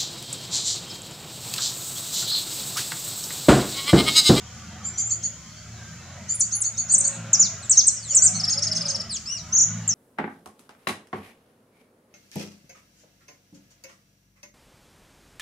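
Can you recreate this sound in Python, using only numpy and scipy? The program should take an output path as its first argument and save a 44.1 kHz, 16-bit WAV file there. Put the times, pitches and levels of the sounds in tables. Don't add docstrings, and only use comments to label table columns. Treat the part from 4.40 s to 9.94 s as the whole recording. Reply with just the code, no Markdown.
import sys
import numpy as np
from scipy import signal
from scipy.fft import rfft, irfft, next_fast_len
from scipy.io import wavfile
from scipy.ndimage import uniform_filter1d, map_coordinates

SR = 44100
rng = np.random.default_rng(int(sys.argv[2]) if len(sys.argv) > 2 else 0)


def wrap_up_sound(samples):
    columns = np.atleast_2d(samples).T
    tamed = np.clip(columns, -1, 1)
    steps = np.round(tamed * 32767).astype(np.int16)
    wavfile.write(sys.argv[1], SR, steps)


N = 244314

HUM_HARMONICS_DB = [-16, 5, -2, -6, -38.5, -22]
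HUM_HZ, HUM_DB = 55, -48
# frequency_hz, density_db
RUMBLE_SPECTRUM = [(20, -38.5), (35, -8), (55, -6), (90, 1), (210, 0.5), (280, -14.5), (450, -19.5),
                   (900, -62.5)]
HISS_SPECTRUM = [(1410, -48), (2400, -11), (2830, -14), (3080, -1), (3390, -16), (4490, -1.5), (4970, -1.5),
                 (5540, 1), (6900, 6), (8720, -16), (11200, -16.5), (11600, -19.5), (15600, -25)]
RASP_SPECTRUM = [(150, -56), (260, -10), (367, -8), (413, -15), (552, -5.5), (722, -2.5), (925, -10.5),
                 (1060, -7.5), (1380, -1.5), (1750, -7.5), (1960, -5), (2920, -11), (3400, -11.5),
                 (4420, -16.5), (7480, -120)]
EXHAUST_SPECTRUM = [(110, -33.5), (150, 0), (175, 1.0), (220, -1.5), (270, -30.5), (500, -70.0)]
# peak_s, peak_firing_hz, run_up_s, run_down_s, exhaust_gain_db, rasp_gain_db
ENGINE_REVS = [(0.418, 87, 0.84, 0.34, 2, 1.5), (1.85, 92.6, .75, 0.2787, 2, -.5),
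               (2.782, 118.7, .41, .72, -1, 1), (3.96, 110.7, .31, 0.827, 1.5, 0.5),
               (4.421, 115.4, 0.522, 0.39, 0, 1.5), (5.359, 114, .38, 0.75, 2.5, -1)]
IDLE_HZ, FULL_HZ = 71.34, 117.4

# frequency_hz, t60_s
TREE_DECAY = [(2000, 0.24), (6500, 0.44), (10000, 0.27)]

# start_s,
# lead_in_s, glide_s, start_hz, turn_hz, end_hz, level_db, bow # the first far call is the faint, scattered
# start of the finch's rising whistle at 0.58 s
DOVE_COOS = [(2.53, .13, 0.37, 540, 547.5, 543, -56, 0.077), (3.71, .24, .18, 534, 776, 690, -53, -.5),
             (4.15, 0.153, .32, 540, 639.5, 531, -47.5, 0.614)]
FAR_BIRD_CALLS = [ (.525, 0.0465, 0.026, 5800, 5980, 6200, -44, 0.15),
                  (1.08, .09, 0.063, 4440, 4520, 4700, -55.5, -0.066),
                  (1.31, 0.038, 0.089, 4400, 4105, 3380, -57.5, 0.18),
                  (1.60, 0.054, .13, 3840, 4020, 3940, -58, 0),
                  (2.33, 0.023, 0.043, 3900, 3750, 3720, -53, 0),
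                  (3.935, 0.02, 0.032, 4020, 4390, 4190, -35.5, -.8), ]
FINCH_SLURS = [ (2.725, 0.017, 0.014, 4340, 3650, 3160, -43, 0),
               (2.748, .012, 0.014, 4284, 3650, 3200, -40, 0),
               (3.222, 0.019, 0.029, 4470, 3850, 3400, -40.5, 0),
               (3.322, .012, .035, 3730, 3050, 2480, -41, 0.56),
               (3.625, 0.078, .055, 4720, 3220, 2630, -37, .5),
               (4.694, 0.069, 0.011, 5360, 3210, 2100, -29.5, 0), ]
FINCH_WHISTLES = [ (.580, 0.02, 0.13, 6060, 6110, 7690, -27, 0.56),
                  (1.940, .014, .011, 9400, 9780, 8300, -17.5, -.95),
                  (1.993, 0.0084, 0.018, 9850, 9940, 5670, -12.5, 1.03),
                  (2.151, 0.015, 0.0066, 9400, 10200, 8800, -12.5, -0.61),
                  (2.203, 0.0092, .015, 10650, 9950, 6270, -13, 0.24),
                  (2.519, .008, 0.0065, 7000, 8600, 8200, -11, -0.21),
                  (2.535, 0.0041, .019, 8400, 8530, 5700, -7.5, 0.22),
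                  (2.579, 0.009, 0.0056, 7100, 8640, 8740, -9.5, 0),
                  (2.601, 0.0025, 0.013, 8950, 8850, 5600, -13, .15),
                  (2.649, 0.0037, 0.0044, 7900, 8600, 8400, -17.5, -0.36),
                  (2.672, 0.0054, 0.0068, 8700, 8250, 5650, -13.5, -.2),
                  (2.930, 0.0055, .027, 8100, 6800, 4800, -8.5, 0.34),
                  (2.994, 0.012, 0.068, 6760, 7135, 3420, -10, 0.22),
                  (3.295, 0.0084, 0.034, 6500, 8680, 5380, -9.5, 0.8),
                  (3.328, .022, .035, 5300, 4370, 3540, -22, 0.73),
                  (3.370, .010, .038, 5220, 6620, 3200, -5.5, -0.54),
                  (3.467, 0.0091, 0.018, 7750, 8510, 5330, -7.5, 0.22),
                  (3.492, 0.0092, 0.018, 5000, 4340, 3800, -24, -0.34),
                  (3.562, .012, 0.043, 4510, 6020, 4600, -29, 0.5),
                  (3.746, 0.011, 0.038, 6670, 8520, 5840, -8.5, 1.2),
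                  (3.820, .030, .034, 6450, 8670, 5260, -9.5, .2),
                  (5.477, 0.0022, 0.0069, 7150, 7330, 7570, -15, 0.89),
                  (5.489, 0.0017, .048, 7180, 6830, 5380, -15.5, 1.2), ]
PIP_START_S, PIP_EVERY_S, PIP_LENGTH_S, PIP_HZ, PIP_DB = 0.052, .123, 0.046, 3176, -57

# start_s, top_pitch_hz, level_db, length_s
SECOND_BIRD_CHIRPS = [(0.429, 2466, -33.5, 0.062), (0.568, 2432, -26.5, 0.038), (0.697, 2360, -25, 0.037),
                      (0.824, 2309, -27, 0.041), (1.879, 2416, -27.5, .048), (1.997, 2370, -24.5, 0.04),
                      (2.109, 2250, -26, 0.044), (2.232, 2280, -25.5, 0.044), (2.366, 2290, -25, 0.044),
                      (2.482, 2340, -24.5, 0.047), (2.634, 2323, -23.5, 0.03), (3.68, 2364, -28, .052),
                      (3.803, 2443, -22.5, .052), (3.934, 2122, -31, 0.041), (4.086, 2247, -25.5, 0.043),
                      (4.211, 2207, -28.5, 0.045), (4.343, 2140, -29.5, 0.026), (4.476, 2158, -26, 0.023)]
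CHIRP_HARMONICS_DB = [-44, -15, -0.5, -13]
# frequency_hz, gain_db
SECOND_BIRD_THROAT = [(3000, -5), (4500, -6), (7000, -0.5), (8000, 0), (9600, -18), (11000, -24.5)]
CHIRP_TOP_AT, CHIRP_HOOK = .66, .62
CHIRP_ONSET_DB, CHIRP_END_DB = -24, -6

# frequency_hz, gain_db
OPEN_THROAT = [(2000, -24), (3000, -3), (3700, -9.5), (5200, 12), (7000, 10), (9000, -2), (11000, -15),
               (12500, -62)]
# pitch_hz, gain_db
BEAK_RESONANCE = [(3400, -23), (4850, -16), (6000, -5), (7000, -0.5), (8600, -7), (10000, -15.5),
                  (10700, -15)]
# time_s, pitch_hz, level_db
ARCHED_SLUR = [(4.856, 2168, -41), (4.864, 2541, -35), (4.928, 2970, -30), (4.964, 2794, -33.5),
               (4.992, 2060, -40), (5.002, 1949, -39), (5.02, 1870, -42)]
# start_s, starting_pitch_hz before the ratio, level_db
TRILL_NOTES = [(3.996, 5730, -18), (4.035, 5840, -14), (4.078, 5824, -14), (4.124, 5760, -15.5),
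               (4.174, 5810, -15.5), (4.222, 6000, -14.5), (4.267, 5720, -17), (4.314, 5780, -15),
               (4.362, 5780, -16), (4.408, 5700, -18.5), (4.453, 5680, -18.5), (4.499, 5650, -19),
               (4.546, 5850, -17), (4.598, 5860, -20.5)]
# time_from_start_s, pitch_ratio, gain_db
TRILL_SHAPE = [(0, 0.96, -8.5), (.006, .92, -6), (.014, 0.81, -12), (.019, 0.69, -24), (0.022, 0.5, -6)]
WARBLE_S, WARBLE_LENGTH_S, WARBLE_RATE_HZ, WARBLE_CREST_S = 5.123, .127, 33.6, .034
WARBLE_HZ, WARBLE_SWING_HZ, WARBLE_DB = 6410, 758, -14
WARBLE_SCOOP_HZ, WARBLE_SCOOP_DB, WARBLE_SCOOP_S = 902, 9, 0.014

TOP_HZ = 15750


def amp(db):
    return 10 ** (np.asarray(db) / 20)


def unit(x):
    return x / np.sqrt(np.mean(x ** 2) + 1e-20)


def along(points, hz):
    f, v = np.transpose(points)
    return np.interp(np.log(hz + 1), np.log(f + 1), v)


def curves(rows):
    s, *cols = np.transpose(rows)
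    return [np.interp(np.arange(N) / SR, s, c) for c in cols]


def wobble(rate):
    knots = rng.standard_normal(int(N * rate / SR) + 4)
    return map_coordinates(knots, [np.arange(N) * rate / SR])


def filtered(x, response):
    m = next_fast_len(N + SR // 2)
    return irfft(rfft(x, m) * response(np.fft.rfftfreq(m, 1 / SR)), m)[..., :N]


def spread(pair, side_db):
    middle, side = pair[0], amp(side_db) * pair[1]
    return np.array([middle + side, middle - side])


def rush(spectrum, side_db, patchy_db):
    z = signal.stft(rng.standard_normal((2, N)), nperseg=2048)[2]
    field = uniform_filter1d(rng.standard_normal(z.shape[1:]), size=3, axis=0)
    field = uniform_filter1d(field, size=6, axis=1)
    pair = signal.istft(z * amp(patchy_db * unit(field)), nperseg=2048)[1][:, :N]
    coloured = filtered(pair, lambda hz: amp(along(spectrum, hz)))
    return unit(spread(coloured, side_db))


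def glides(rows, onset_db, end_db, lead_bow):
    u = np.linspace(0, 1, 16)
    sweep = lambda a, b, bow: a + (b - a) * (u + bow * u * (1 - u))
    notes = []
    for s, lead_s, glide_s, start_hz, turn_hz, end_hz, db, bow in rows:
        lead = [s + lead_s * u, sweep(start_hz, turn_hz, lead_bow), db + onset_db * (1 - u) ** 2]
        away = [s + lead_s + glide_s * u, sweep(turn_hz, end_hz, bow), db + end_db * u ** 2]
        notes.append(np.vstack([np.transpose(lead), np.transpose(away)[1:]]))
    return notes


def sing(notes, partials, throat, jitter, edge):
    out = np.zeros(N + SR)
    waver = 1 + jitter * np.pad(wobble(500), (0, SR))
    for note in notes:
        s, hz, db = np.transpose(sorted(map(tuple, note)))
        i = np.arange(int(s[0] * SR), int(s[-1] * SR))
        t = i / SR
        pitch = uniform_filter1d(np.interp(t, s, hz), size=150, mode="nearest") * waver[i]
        phase = 2 * np.pi * np.cumsum(pitch) / SR
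        gains = np.array([amp(level + along(throat, k * pitch)) for k, level in enumerate(partials, 1)])
        tone = sum(g * np.sin(k * phase) for k, g in enumerate(gains, 1))
        tone = tone / np.linalg.norm(gains, axis=0)
        from_edge = np.minimum(t - s[0], s[-1] - t) / edge
        gate = np.sin(np.pi / 2 * np.clip(from_edge, 0, 1)) ** 2
        out[i] += np.sqrt(2) * amp(np.interp(t, s, db)) * gate * tone
    return out[:N]


def surroundings():
    phase = 2 * np.pi * HUM_HZ * np.arange(N) / SR
    lines = sum(amp(db + 3.8 * wobble(5.1)) * np.sin(k * phase) for k, db in enumerate(HUM_HARMONICS_DB, 1))
    hum = amp(HUM_DB) * unit(lines)
    rumble = amp(-51.5 + 0.45 * wobble(4.4)) * rush(RUMBLE_SPECTRUM, side_db=-12.5, patchy_db=1.5)
    drift = amp(1.3 * wobble(6))
    hiss = amp(-48.5) * drift * rush(HISS_SPECTRUM, side_db=0, patchy_db=1.5)
    return hum + rumble + hiss


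def firing_rate():
    revs = [curves([(s - up, IDLE_HZ), (s, hz), (s + down, IDLE_HZ)])[0]
            for s, hz, up, down, *_ in ENGINE_REVS]
    return uniform_filter1d(np.max(revs, axis=0), size=5000, mode="nearest")


def engine():
    rate = firing_rate()
    exhaust_db, rasp_db = curves([(s, *levels) for s, hz, up, down, *levels in ENGINE_REVS])
    throttle = np.clip((rate - IDLE_HZ) / (FULL_HZ - IDLE_HZ), 1e-6, None)
    loudness = lambda idle_db, full_db, law: amp(idle_db + (full_db - idle_db) * throttle ** law)
    phase = 2 * np.pi * np.cumsum(rate * (1 + 0.01078 * wobble(17))) / SR
    order = lambda k: np.sin(k * phase + rng.uniform(0, 2 * np.pi)) * amp(1.6 * wobble(11.0))

    firing = loudness(idle_db=-59, full_db=-39.5, law=0.69) * unit(order(0.99))
    exhaust = rush(EXHAUST_SPECTRUM, side_db=-33, patchy_db=4.5)
    drone = unit(order(1.5) + amp(-7) * order(2) + amp(-2.5) * exhaust)
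    drone = loudness(idle_db=-56, full_db=-37.0, law=1.1) * drone
    rasp = rush(RASP_SPECTRUM, side_db=-12.5, patchy_db=4) * (1 + 0.064 * np.sin(phase))
    rasp = loudness(idle_db=-51.5, full_db=-43.0, law=1.0) * amp(rasp_db + 0.35 * wobble(10)) * rasp
    return amp(exhaust_db) * (firing + drone) + rasp


def pips(count):
    starts = PIP_START_S + PIP_EVERY_S * np.arange(count)
    return [[(s, PIP_HZ, PIP_DB), (s + PIP_LENGTH_S, PIP_HZ, PIP_DB)] for s in starts]


def distant_birds():
    coo_notes = glides(DOVE_COOS, onset_db=0, end_db=-10, lead_bow=0.22)
    call_notes = glides(FAR_BIRD_CALLS, onset_db=2, end_db=-7.5, lead_bow=.3)
    coos = sing(coo_notes, [0], OPEN_THROAT, jitter=0.0044, edge=0.013)
    calls = sing(call_notes, [0], OPEN_THROAT, jitter=0.014, edge=.015)
    piping = sing(pips(count=10), [0], OPEN_THROAT, jitter=0.017, edge=0.0099)
    return coos + calls + piping


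def second_bird():
    share = np.linspace(0, 1, 12)
    arch = 1 - CHIRP_HOOK * (share - CHIRP_TOP_AT) ** 2
    swell_db = np.interp(share, [0, .24, .34, .8, 1], [CHIRP_ONSET_DB, -9, 0, 0, CHIRP_END_DB])
    notes = [np.transpose([s + share * length, hz * arch, db + swell_db])
             for s, hz, db, length in SECOND_BIRD_CHIRPS]
    return sing(notes, CHIRP_HARMONICS_DB, SECOND_BIRD_THROAT, jitter=0.014, edge=0.001)


def warble():
    share = np.linspace(0, 1, 70)
    t = WARBLE_LENGTH_S * share
    scoop = np.clip(1 - t / WARBLE_SCOOP_S, 0, 1)
    swing = WARBLE_SWING_HZ * np.interp(share, [.14, .28, .6, 1], [0.12, 0.6, 1.07, 0.475])
    vibrato = swing * np.cos(2 * np.pi * WARBLE_RATE_HZ * (t - WARBLE_CREST_S))
    hz = WARBLE_HZ - WARBLE_SCOOP_HZ * scoop + vibrato
    db = WARBLE_DB - WARBLE_SCOOP_DB * scoop ** 2 + np.interp(share, [0, .75, 1], [-2, 1.5, -3])
    return np.transpose([WARBLE_S + t, hz, db])


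def through_beak(note):
    s, hz, db = np.transpose(note)
    return np.transpose([s, hz, db + along(BEAK_RESONANCE, hz)])


def finch():
    whistles = glides(FINCH_WHISTLES, onset_db=-6, end_db=-7.5, lead_bow=.6) + [warble()]
    slurs = glides(FINCH_SLURS, onset_db=-6.0, end_db=-2.0, lead_bow=0.42) + [ARCHED_SLUR]
    trill_notes = [[(s + dt, hz * ratio, db + swell) for dt, ratio, swell in TRILL_SHAPE]
                   for s, hz, db in TRILL_NOTES]
    pure = sing([through_beak(note) for note in whistles], [0], OPEN_THROAT, jitter=0.0016, edge=0.0018)
    reedy = sing(slurs, [0, -3, -12], OPEN_THROAT, jitter=0.0028, edge=0.0013)
    trill = sing(trill_notes, [0, -7], OPEN_THROAT, jitter=0.0066, edge=0.0014)
    return pure + reedy + trill


def scatter(x, near_db, near_t60, far_db, side_db):
    hz, t, z = signal.stft(rng.standard_normal((2, SR // 2)), SR, nperseg=256)
    decay = amp(-60 * t / along(TREE_DECAY, hz)[:, None])
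    far = signal.istft(z * decay, SR, nperseg=256)[1]
    age = np.arange(far.shape[1]) / SR
    near = rng.standard_normal(far.shape) * amp(-60 * age / near_t60)
    tail = amp(near_db) * near / np.linalg.norm(near[0]) + amp(far_db) * far / np.linalg.norm(far[0])
    tail = tail * (age > .0015)
    return signal.fftconvolve(x[None], spread(tail, side_db), axes=1)[:, :N]


def scene():
    near, other, far = finch(), second_bird(), distant_birds()
    song = near * amp([[.7], [-.7]])
    song = song + scatter(near, near_db=-6.0, near_t60=0.075, far_db=-9.5, side_db=-2)
    chirps = amp(0.5) * other * amp([[.4], [-.4]])
    chirps = chirps + scatter(other, near_db=2.5, near_t60=0.14, far_db=-6, side_db=-3.0)
    others = amp(-5.5) * far + scatter(far, near_db=-2.5, near_t60=0.19, far_db=-5.5, side_db=-18.5)
    return song + chirps + others + engine() + surroundings()


def record(dry):
    return filtered(dry, lambda hz: hz < TOP_HZ)


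dry = scene()
out = record(dry)
wrap_up_sound(out)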